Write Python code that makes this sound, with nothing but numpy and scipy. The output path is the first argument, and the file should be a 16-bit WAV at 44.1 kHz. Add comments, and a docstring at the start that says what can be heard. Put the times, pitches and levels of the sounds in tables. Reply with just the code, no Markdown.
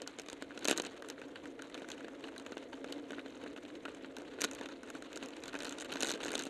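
"""Hard knocks and ticks over a low hum: a camera rattling on a road bicycle that rolls fast over asphalt,
heard mostly through the frame. Loose parts strike and ring the bracket, housing, clamp and mount, in
bursts where the wheels cross seams, with a fine patter in between. Road grain shakes the mount into
its hum. Behind it lie the rush of tyres and air, a low wind rumble, a thin hiss and a faint whir."""
import sys
import numpy as np
from scipy import signal
from scipy.io import wavfile
from scipy.ndimage import uniform_filter1d

SR = 44100
rng = np.random.default_rng(int(sys.argv[2]) if len(sys.argv) > 2 else 0)


def persist_wave(psi):
    """Save psi, clipped to +-1, as 16-bit WAV."""
    counts = np.round(np.clip(psi, -1, 1) * 32767).astype(np.int16)
    wavfile.write(sys.argv[1], SR, np.atleast_2d(counts).T)


N = 286209

# The clear knocks: start_s, blow_db, tick_db, clack_db, thud_db, tilt (above 0 brightens the bracket).
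# The blow is the bracket's level; housing tick, clamp clack and mount thud are relative to it.
KNOCKS = [(0.018, -45.5, 2.5, -4.5, 2, 11), (0.0745, -40.5, 0, -4.5, -7, 16),
          (0.1861, -44.0, -1, -7, 3, -3), (0.1962, -44.5, 3.5, -7, 1.5, -10),
          (0.2173, -55.5, 3, -6, -3, -4.0), (0.261, -54, -2, -7, 6, -7.5), (0.285, -46.5, 0, -1, 3.5, 2),
          (0.299, -45.5, 0, -4, -14.0, 5), (0.3289, -44.5, -0.5, -5, -2, -7),
          (0.4224, -44.5, -2.5, 3.5, 6.5, 5), (0.575, -42.5, -6, -3, 0.5, 2), (0.591, -53, 3, -8, -6, 5),
          (0.645, -47.5, 10, 1, -14.0, 7.0), (0.6523, -31.5, -1, -7.5, 0.5, 7),
          (0.6754, -38.5, 6, -1, -10, 2), (0.6828, -27, -1, -8, 0.5, 8), (0.69, -35.5, -10, -8, 1, 18),
          (0.6962, -35.5, 2, 1, 4, -5), (0.7051, -40.5, 2, -1, -16, 19), (0.7106, -27.5, 2, -4, 3, -17),
          (0.7162, -35, -16, -12, -16, -16), (0.72, -44, 3, -7, -10, 2), (0.7257, -37, -4, -3, 4.5, 5),
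          (0.7615, -48.5, -5, -1, -10, -2), (0.7679, -48.5, -1, -3, 5, -10.0),
          (0.775, -36, 5, -10, -24, 15), (0.7808, -37.5, -3, -1, 3.5, 11), (0.7977, -33, -3.5, -6, 2, 1),
          (0.8189, -48, 7.5, -4, -13.5, -1.5), (0.8493, -43.5, -0.5, -6, -8, -4.0),
          (0.856, -46, -17, -2, -12, -12.0), (0.863, -48, 3, -6.5, 2, 12), (0.8668, -43.5, -7, -11, 4, 7),
          (1.0222, -51.0, -2, 8, 5, 7), (1.0861, -48.5, 2.5, -3, -10, -1), (1.0999, -43.5, 3, -2, -7, 11),
          (1.2153, -47, -10.5, -1.5, -14, -2.5), (1.3565, -45.0, -15, -1, -12, -6),
          (1.4554, -53, -7, 9.5, 1, -4), (1.5917, -55, -8.0, 7, -3, -5.0),
          (1.6204, -49.5, 2.5, 5.5, -14, 9.5), (1.7429, -42.5, -7.5, -4.5, -12, 16),
          (1.75, -49.5, -10, 1, 8, -14), (1.7764, -46.5, -26, -8, -1.0, -21), (1.819, -52, -9, 3, 13.5, -3),
          (1.844, -56.5, -18, 11, -1, -3), (1.8867, -51.5, 3, 5, 6, 2), (1.9012, -46.0, 1, -5, -14.0, -1),
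          (1.9162, -41.5, -2, -14.5, -14.0, 13), (1.978, -50.5, -13, -1, -11, -15),
          (2.0055, -54.5, -6, 6.5, 3, -8.5), (2.0445, -49, -16, 1, 8, 1), (2.082, -55, -4, 8.5, 12, -9.5),
          (2.2393, -43.5, -16, -5.5, -16, -2), (2.3614, -59, -4, 12.5, -4, -6),
          (2.3793, -44, -4.5, -12.5, -10, 15), (2.397, -50, -4, 0, -9, 15), (2.463, -46, -5, -1, 4.5, -14),
          (2.52, -50.5, -2, 3, 12, 16), (2.569, -46.0, -13.5, -0.5, 9.5, -3), (2.5786, -49, -4, -6, 3, -9),
          (2.7293, -47.5, -15, 2.5, -2, 0), (2.8428, -46.0, -7, 3.5, 8, -15),
          (2.9233, -40.5, -4, -10, -6, 12), (3.1056, -46, -8, 1.5, 6.5, -10), (3.1191, -54, 0, 3, 15, 4),
          (3.1311, -52.5, -15, 10, 5.0, -6), (3.182, -61, -11, 17.5, 19, -2.0),
          (3.1923, -44.0, -28, -4, -6, -12.0), (3.2596, -52.5, -21, 4.5, 12.5, -7.5),
          (3.4374, -51.0, -6, -3, 5, -5.5), (3.4606, -54.5, -18, 7.5, 14.5, -16),
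          (3.5619, -47.5, -15.5, -3.5, 5.5, -16), (3.65, -49, -17, -10, 3.5, -4),
          (3.752, -50.5, -12, -11, -14, -2), (3.8521, -42, -14, 0.5, 1.5, -4),
          (3.855, -44.5, -15, 3, 2, -4), (3.877, -53.5, -14, 4, 3, -6), (3.882, -50.5, -20.0, 4.5, 10, -4),
          (3.947, -56, 2, -6, -5, -11), (4.0449, -48.5, -22, 2, 5, -9), (4.166, -45, -3, -1.5, -16, 0),
          (4.1838, -52.5, -1, -4, 11, 2), (4.2183, -66, 8, 14.5, 23, 6.5), (4.386, -56.5, -19, 9, 16, 6),
          (4.4055, -42.5, -1, -2, -8, 16), (4.4103, -45, 9, -6, -4, 9), (4.417, -37, 8.5, -4, 0.5, -22),
          (4.4231, -44, -17, -4, -13, -1), (4.4346, -39.5, -14, -7, -12, 11),
          (4.4397, -30.0, -2.5, -2.5, -6, 11), (4.4453, -31.5, 1, -13, 0.5, 30),
          (4.4495, -39, -2.5, -13, 4, -10), (4.512, -48.5, 6, 0.5, -7, -15),
          (4.5328, -52.5, 5, -2.5, 3, -7), (4.549, -53, 6.5, -8, -1, -5.5),
          (4.6108, -47.5, -4.5, 4.5, 9.5, 9), (4.657, -48.0, -5.5, -0.5, -6.0, 7),
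          (4.6871, -51, -3, 2, -3, 5), (4.8316, -56.5, 3, 7.5, 9, 0), (4.9007, -47.5, 1, 2, -7, -7),
          (4.95, -50, -6, 5, 6, -19), (5.0226, -50.0, -0.5, 3, 5, 5), (5.129, -47.0, -4, -11, -12, -2),
          (5.158, -48, 3.5, -12, -17, 0.0), (5.164, -52.5, 1, 5, 11.5, -8.0),
          (5.1728, -45, 2, 0.5, -2, 15.5), (5.226, -42.5, -12, -3, 2.5, 1),
          (5.2586, -53.0, 5, -20.0, 6, -5.5), (5.2853, -52, 1, -5, -1, -1.5),
          (5.3655, -56, 4.5, -8, -1, 6.5), (5.4364, -44.0, -0.5, -5, -19, 5.5),
          (5.4566, -48.5, 0, -15, -2, 3.0), (5.4794, -44.5, -2, -12, -15, -1),
          (5.53, -47, -8, 2, -13, -3.5), (5.5412, -48.5, -6, 9.5, 7, -6), (5.5518, -40.5, -9.5, 0, 3, -5),
          (5.56, -46, -13, 4, 2, -11), (5.5886, -51, 4, 3, -8.5, 2), (5.6034, -42.5, -5, -1, -4, 2),
          (5.6215, -46, -1, -5, 0, 12.0), (5.632, -45.5, -1, 0, 0, 0), (5.6459, -44.5, 1, -3, -14.0, 11),
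          (5.6512, -39, -10, -7, -3, 10), (5.6654, -47.5, -1, -15, -16, 1),
          (5.6929, -45.5, 4, -12, -15, 13), (5.7235, -43.5, 1, -3.5, -18, 8),
          (5.784, -44.5, -2, -5, -17, 15), (5.7996, -44.5, 0, -16, -20, 8), (5.8079, -44.5, 3, -3, -7, -4),
          (5.816, -46, 2, -10, -15.5, 10), (5.822, -46, 0, 2, 0, -6.0), (5.846, -47.5, -3, -1, -3, 5),
          (5.9178, -40.5, -11, -6, -19, -10), (5.9233, -39.0, -6, -6, 0, 5),
          (5.9369, -45, 0, -19, -14.0, 11.0), (5.9562, -42, -4, 1, 7, 0),
          (5.969, -46.5, -4, 3, -11.5, 10.5), (6.0053, -39, 5.5, -9, -4, 12), (6.0121, -38, -5, -4, 0, 5),
          (6.0239, -36.5, 4, 0, -14, 14), (6.0309, -30, -0.5, -8, 1.5, 7), (6.045, -36, -3, -3, -2, 15),
          (6.0555, -42, 2, -9, -13.5, -3), (6.0632, -46.0, 4, -7, -10, -0.5),
          (6.0702, -38.5, 1, -8.0, -2, 6.5), (6.077, -46, 4, -2, 5, 0), (6.0852, -40, 3, -1.5, -4, 7.0),
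          (6.0918, -34.5, -5, -11, -1, 12), (6.0996, -41.0, 5, -5, -16, 10.0), (6.105, -34, -4, -7, -1, 16),
          (6.1151, -40.5, 7, -5, -12, 12.0), (6.1214, -39.5, -4, -8, -7, -2),
          (6.1368, -40, -6, -6, 1.5, -1), (6.203, -47.5, -7, 3.5, -3, -6), (6.2315, -40, -5.5, -21.5, 1, 1),
          (6.2476, -44, 2, -4, -9, 4), (6.2561, -48.5, -5, 8.5, 13, 0), (6.262, -44.5, 3, -3, -11, 7),
          (6.2812, -38.5, -7, -4, -2, -4), (6.2879, -46, -4, 0, 2, 5.0), (6.3046, -43, -7, -2, 1, 3),
          (6.3171, -42.5, 1.5, 0, -14.0, 10.0), (6.3307, -43, 0, -6.5, -13, -12.0),
          (6.3377, -46.5, 1, 6.5, 11.5, -9.0), (6.347, -47.5, 3, 1, -10.5, -1.5),
          (6.3524, -30.5, -4, -12, -2.5, 9), (6.365, -51, -21, -13, 2, -8), (6.378, -43, 3, -10, -13, -4),
          (6.3916, -39.5, 3, -3, -23, 20), (6.397, -42, -2, -19, -14, 11),
          (6.4088, -45.0, -3.5, -14, -10, 3.5), (6.4214, -45.5, 3, -2, -19, 5),
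          (6.4356, -45, 4, -18, -14, -5), (6.4524, -47, -1.0, -14, 2, 12.0), (6.4669, -49, 0, 1, 10, 9.5)]
# The modes each part rings with: pitch_hz, width_hz, level_db
MOUNT_MODES = [(281, 31.2, 1), (358, 22.7, -3), (437, 156, -5), (493, 91, -1), (544.6, 50, -5),
               (704.6, 36, -14.5)]
CLAMP_MODES = [(914, 122, -4), (1469, 267, 3.5), (1838, 640, -4)]
BRACKET_MODES = [(2530, 430, -1.5), (3093, 253, 3), (3330, 600, -1.5), (3946, 660, -1), (4640, 230, -12)]
HOUSING_MODES = [(5030, 1800, -6.5), (6430, 560, 5.5), (7390, 1500, -0.5), (9130, 1260, -4),
                 (9400, 600, -18), (10770, 500, -21), (11700, 570, -11.5)]


def knock(blow_db, tick_db, clack_db, thud_db, tilt):
    """A sharp strike inside a soft, short swell rings bracket, housing and clamp; a push thuds the mount."""
    draws = rng.standard_normal((4, 1200))  # one row a part
    place_db, noise = 1.3 * draws[:, :8], draws[:, 8:]  # where the blow lands favours some modes
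    t = np.arange(noise.shape[1]) / SR
    strike = amp(10.5) * np.sign(place_db[0, -1]) * (np.arange(len(t)) == round(0.0013 * SR))

    def contact(part, middle_s, width_s, tail_db, fall_s):
        swell = np.exp(-((t - middle_s) / width_s) ** 2)
        tail_gain = amp(tail_db - 0.14 * np.clip(tick_db, -20, 5))  # dull blows have more tail
        settling = tail_gain * (1 - np.exp(-t / 0.002)) * np.exp(-t / fall_s)
        return strike + noise[part] * (swell + settling)

    slope_db = 0.98 * tilt * np.log2(np.array(BRACKET_MODES)[:, 0] / 3200)
    bracket_db = slope_db + place_db[0, :len(BRACKET_MODES)]
    bracket = ring(contact(0, 0.0011, 0.0016, -0.5, 0.0037), BRACKET_MODES, bracket_db)
    tick = ring(contact(1, 0.00078, 0.00084, -10, 0.004), HOUSING_MODES, place_db[1])
    clack = ring(contact(2, 0.00056, 0.00046, 3.3, 0.0036), CLAMP_MODES, place_db[2])
    thud = mount_thud(t, place_db[3])
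    layers = [(0, bracket), (tick_db, tick), (clack_db, clack), (thud_db, thud)]
    return amp(blow_db) * sum(amp(db) * unit_burst(sound) for db, sound in layers)


def mount_thud(t, place_db):
    """A brief push on the mount: damped and brighter while the parts touch, with a softer free ring."""
    push = np.sin(np.pi * np.clip(t / 0.0015, 0, 1)) * np.sign(place_db[-1])
    kick = np.diff(push, prepend=0)
    held_modes = [(hz, 21.4 * width, db + 2.0 * np.log2(hz / 300)) for hz, width, db in MOUNT_MODES]
    held = unit_burst(ring(kick, held_modes, place_db))
    free = unit_burst(ring(kick, MOUNT_MODES, place_db))
    return filtered(held + amp(-13) * free, 3, (225, 1100), "band")


def light_knocks(count=55):
    """Rows like KNOCKS for soft random knocks: denser, stronger and brighter as the parts shake more."""
    share = (np.arange(count) + rng.random(count)) / count
    blow, tick, clack, thud, tilt = rng.standard_normal((count, 5)).T
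    shake_db = np.minimum(ride_db("patter") + 69, 12)
    odds = np.cumsum(amp(0.55 * shake_db) * touching() ** 2)
    at = np.searchsorted(odds, share * odds[-1]).clip(0, N - 1)
    blow_db = -60 + 0.44 * shake_db[at] + 3.5 * np.minimum(blow, 1)
    tick_db = -9 + 0.3 * shake_db[at] + 2.5 * tick
    return list(zip(at / SR, blow_db, tick_db, 0.46 + 2.5 * clack, 4.4 + 2.5 * thud, -17 + 2.5 * tilt))


def mount_hum(lumps):
    """Lumpy road grain drives the mount's low modes; their pitch sways as grip and load change."""
    grain = filtered(rng.standard_normal(N) * amp(1.13 * lumps), 4, (235, 850), "band")
    clock = np.cumsum(1 + 0.01806 * wander(0.0583))
    swayed = np.interp(clock * N / clock[-1], np.arange(N), ring(grain, MOUNT_MODES))
    return amp(ride_db("hum")) * unit_rms(swayed)


def rolling(lumps):
    """The broad, faintly patchy rush of tyres and air swells with the lumps of the road."""
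    # Tone of the rush: frequency_hz, relative_db
    spectrum = [(90, -28), (150, -18.5), (215, -16), (330, -7.5), (550, -19), (820, -15), (1500, -19.5),
                (1950, -19), (3950, -25.5), (4900, -38.5), (7000, -34.5), (12000, -53)]
    points_hz, points_db = np.transpose(spectrum)
    frames, hz = N // 128 + 5, np.fft.rfftfreq(512, 1 / SR)
    real, imag, patches = rng.standard_normal((frames, 257, 3)).T
    patches = unit_rms(uniform_filter1d(uniform_filter1d(patches, 8, axis=0), 10, axis=1))
    shape_db = np.interp(np.log(hz + 1), np.log(points_hz + 1), points_db)[:, None] + 1.5 * patches
    rush = signal.istft((real + 1j * imag) * amp(shape_db), nperseg=512, noverlap=384)[1][:N]
    return amp(-54.5 + 0.35 * (ride_db("patter") + 56.5) + 2.15 * lumps) * unit_rms(rush)


def patter(modes, lumps, base_per_s, spread_db, base_db, follow):
    """Tiny contacts of loose parts, a few larger, crowd together on lumps and when the ride is rough."""
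    shake_db = ride_db("patter")
    crowding = amp(6 * lumps + 2 * wander(0.03) + 0.31 * (shake_db + 62.5))
    odds = base_per_s * crowding * touching() / SR
    hits = amp(spread_db * np.minimum(rng.exponential(1, N), 3)) * (rng.random(N) < odds)
    swell = np.exp(-((np.arange(200) / SR - 0.002) / 0.00044) ** 2)
    contacts = signal.oaconvolve(hits, swell)[:N] * rng.standard_normal(N)
    return amp(base_db + follow * (shake_db + 66)) * unit_rms(ring(contacts, modes))


def wind_rumble():
    """Low, nearly steady wind on the housing."""
    low = filtered(rng.standard_normal(N), 2, (35, 170), "band")
    return amp(-72 + wander(0.099)) * unit_rms(low)


def hiss_and_whir(whir_hz=2100, width_hz=160):
    """Air hisses evenly past the housing beside a faint, wavering whir, likely the chain."""
    air, chain = rng.standard_normal((2, N))
    hiss = filtered(air, 2, 4800, "high")
    whir = resonate(resonate(chain, whir_hz, width_hz), whir_hz, width_hz)
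    return amp(-82.5) * unit_rms(hiss) + amp(-77 + 2.5 * wander(0.062)) * unit_rms(whir)


def ride_db(layer):
    """How hard the ride drives "hum" or "patter": the slow state of the road plus a share of each jolt."""
    # Roughness along the road: time_s, hum_db, patter_db
    road = [(0.0, -45.5, -60.5), (0.116, -58, -70.5), (0.47, -53.5, -67), (0.76, -49, -60.5),
            (1.0, -49.5, -65.5), (1.399, -51.5, -68.5), (1.749, -50, -63), (2.502, -50, -64),
            (2.656, -51, -71), (2.941, -47, -62), (3.301, -50.5, -65), (4.098, -51, -69.5),
            (4.502, -49, -61), (5.101, -52, -64.5), (5.65, -49.5, -54), (5.9, -49, -57.5),
            (6.08, -50.5, -48), (6.17, -46.5, -65), (6.24, -47, -42.5), (6.33, -46, -50),
            (6.49, -49.5, -55.5)]
    time_s, hum_db, patter_db = np.transpose(road)
    road_db, jolt_share = {"hum": (hum_db, 0.012), "patter": (patter_db, 0.55)}[layer]
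    t = np.arange(N) / SR
    return np.interp(t, time_s, road_db) + jolt_share * np.interp(t, *jolts())


def jolts(rise_s=0.0067, settle_s=0.028, reference_db=-46):
    """Shaking builds quickly into each clear knock and settles after it; gives times and levels in dB."""
    start_s, blow_db, *_ = np.transpose(KNOCKS)
    t = np.arange(0, N / SR + 0.01, 0.002)[:, None]
    envelopes = np.exp(-abs(t - start_s) / np.where(t < start_s, rise_s, settle_s))
    power = (amp(blow_db - reference_db) ** 2 * envelopes).sum(axis=1)
    return t[:, 0], 10 * np.log10(power + 0.1)


def touching(lift_s=0.012):
    """Loose parts lift off just before a clear knock: 1 in contact, 0 in flight."""
    start_s = np.append(np.transpose(KNOCKS)[0], np.inf)
    t = np.arange(N) / SR
    until_knock_s = start_s[np.searchsorted(start_s, t)] - t
    return 1 - np.exp(-(until_knock_s / lift_s) ** 2)


def ring(drive, modes, offsets_db=None):
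    """A part rings with all its modes, in alternating polarity, each with an optional level offset."""
    if offsets_db is None:
        offsets_db = np.zeros(len(modes))
    return sum((-1) ** k * amp(db + offsets_db[k]) * resonate(drive, hz, width)
               for k, (hz, width, db) in enumerate(modes))


def resonate(x, hz, width_hz):
    """A two-pole resonance with gain 1 at its peak."""
    return signal.lfilter(*signal.iirpeak(hz, hz / width_hz, SR), x)


def filtered(x, order, edges_hz, kind):
    return signal.sosfilt(signal.butter(order, edges_hz, kind, fs=SR, output="sos"), x)


def wander(seconds):
    """A smooth random drift of rms 1."""
    size = max(round(seconds * SR), 1)
    return unit_rms(uniform_filter1d(uniform_filter1d(rng.standard_normal(N), size), size))


def amp(db):
    return 10 ** (np.asarray(db) / 20)


def unit_rms(x):
    return x / np.sqrt(np.mean(x ** 2) + 1e-20)


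def unit_burst(x):
    """Scales a hit so that its loudest 2 ms have rms 1."""
    return x / np.sqrt(uniform_filter1d(x ** 2, 88).max())


def scene():
    """Clear and light knocks over a bed of patter, hum, tyres and air, in mono."""
    lumps = wander(0.014)  # unevenness of the asphalt under the wheels
    mix = patter(CLAMP_MODES + BRACKET_MODES, lumps, 300, spread_db=3.4, base_db=-62.5, follow=0.45)
    mix += patter(HOUSING_MODES, lumps, 240, spread_db=2.5, base_db=-73, follow=0.48)
    mix += patter(CLAMP_MODES, lumps, 33, spread_db=6.9, base_db=-69.5, follow=0.21)
    mix += mount_hum(lumps) + wind_rumble() + rolling(lumps) + hiss_and_whir()
    for start_s, *voicing in light_knocks() + KNOCKS:
        sound = knock(*voicing)
        slot = mix[round(start_s * SR):][:len(sound)]
        slot += sound[:len(slot)]
    return mix[None]


def record(dry):
    """The microphone falls away steeply above 12 kHz; a band limit cuts off the treble that remains."""
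    capsule = signal.sosfilt(signal.cheby1(7, 0.5, 11650, fs=SR, output="sos"), dry)
    band_limit = signal.firwin(511, 13345, window=("kaiser", 9), fs=SR)
    return signal.oaconvolve(capsule, band_limit[None], "same")


dry = scene()
out = record(dry)
persist_wave(out)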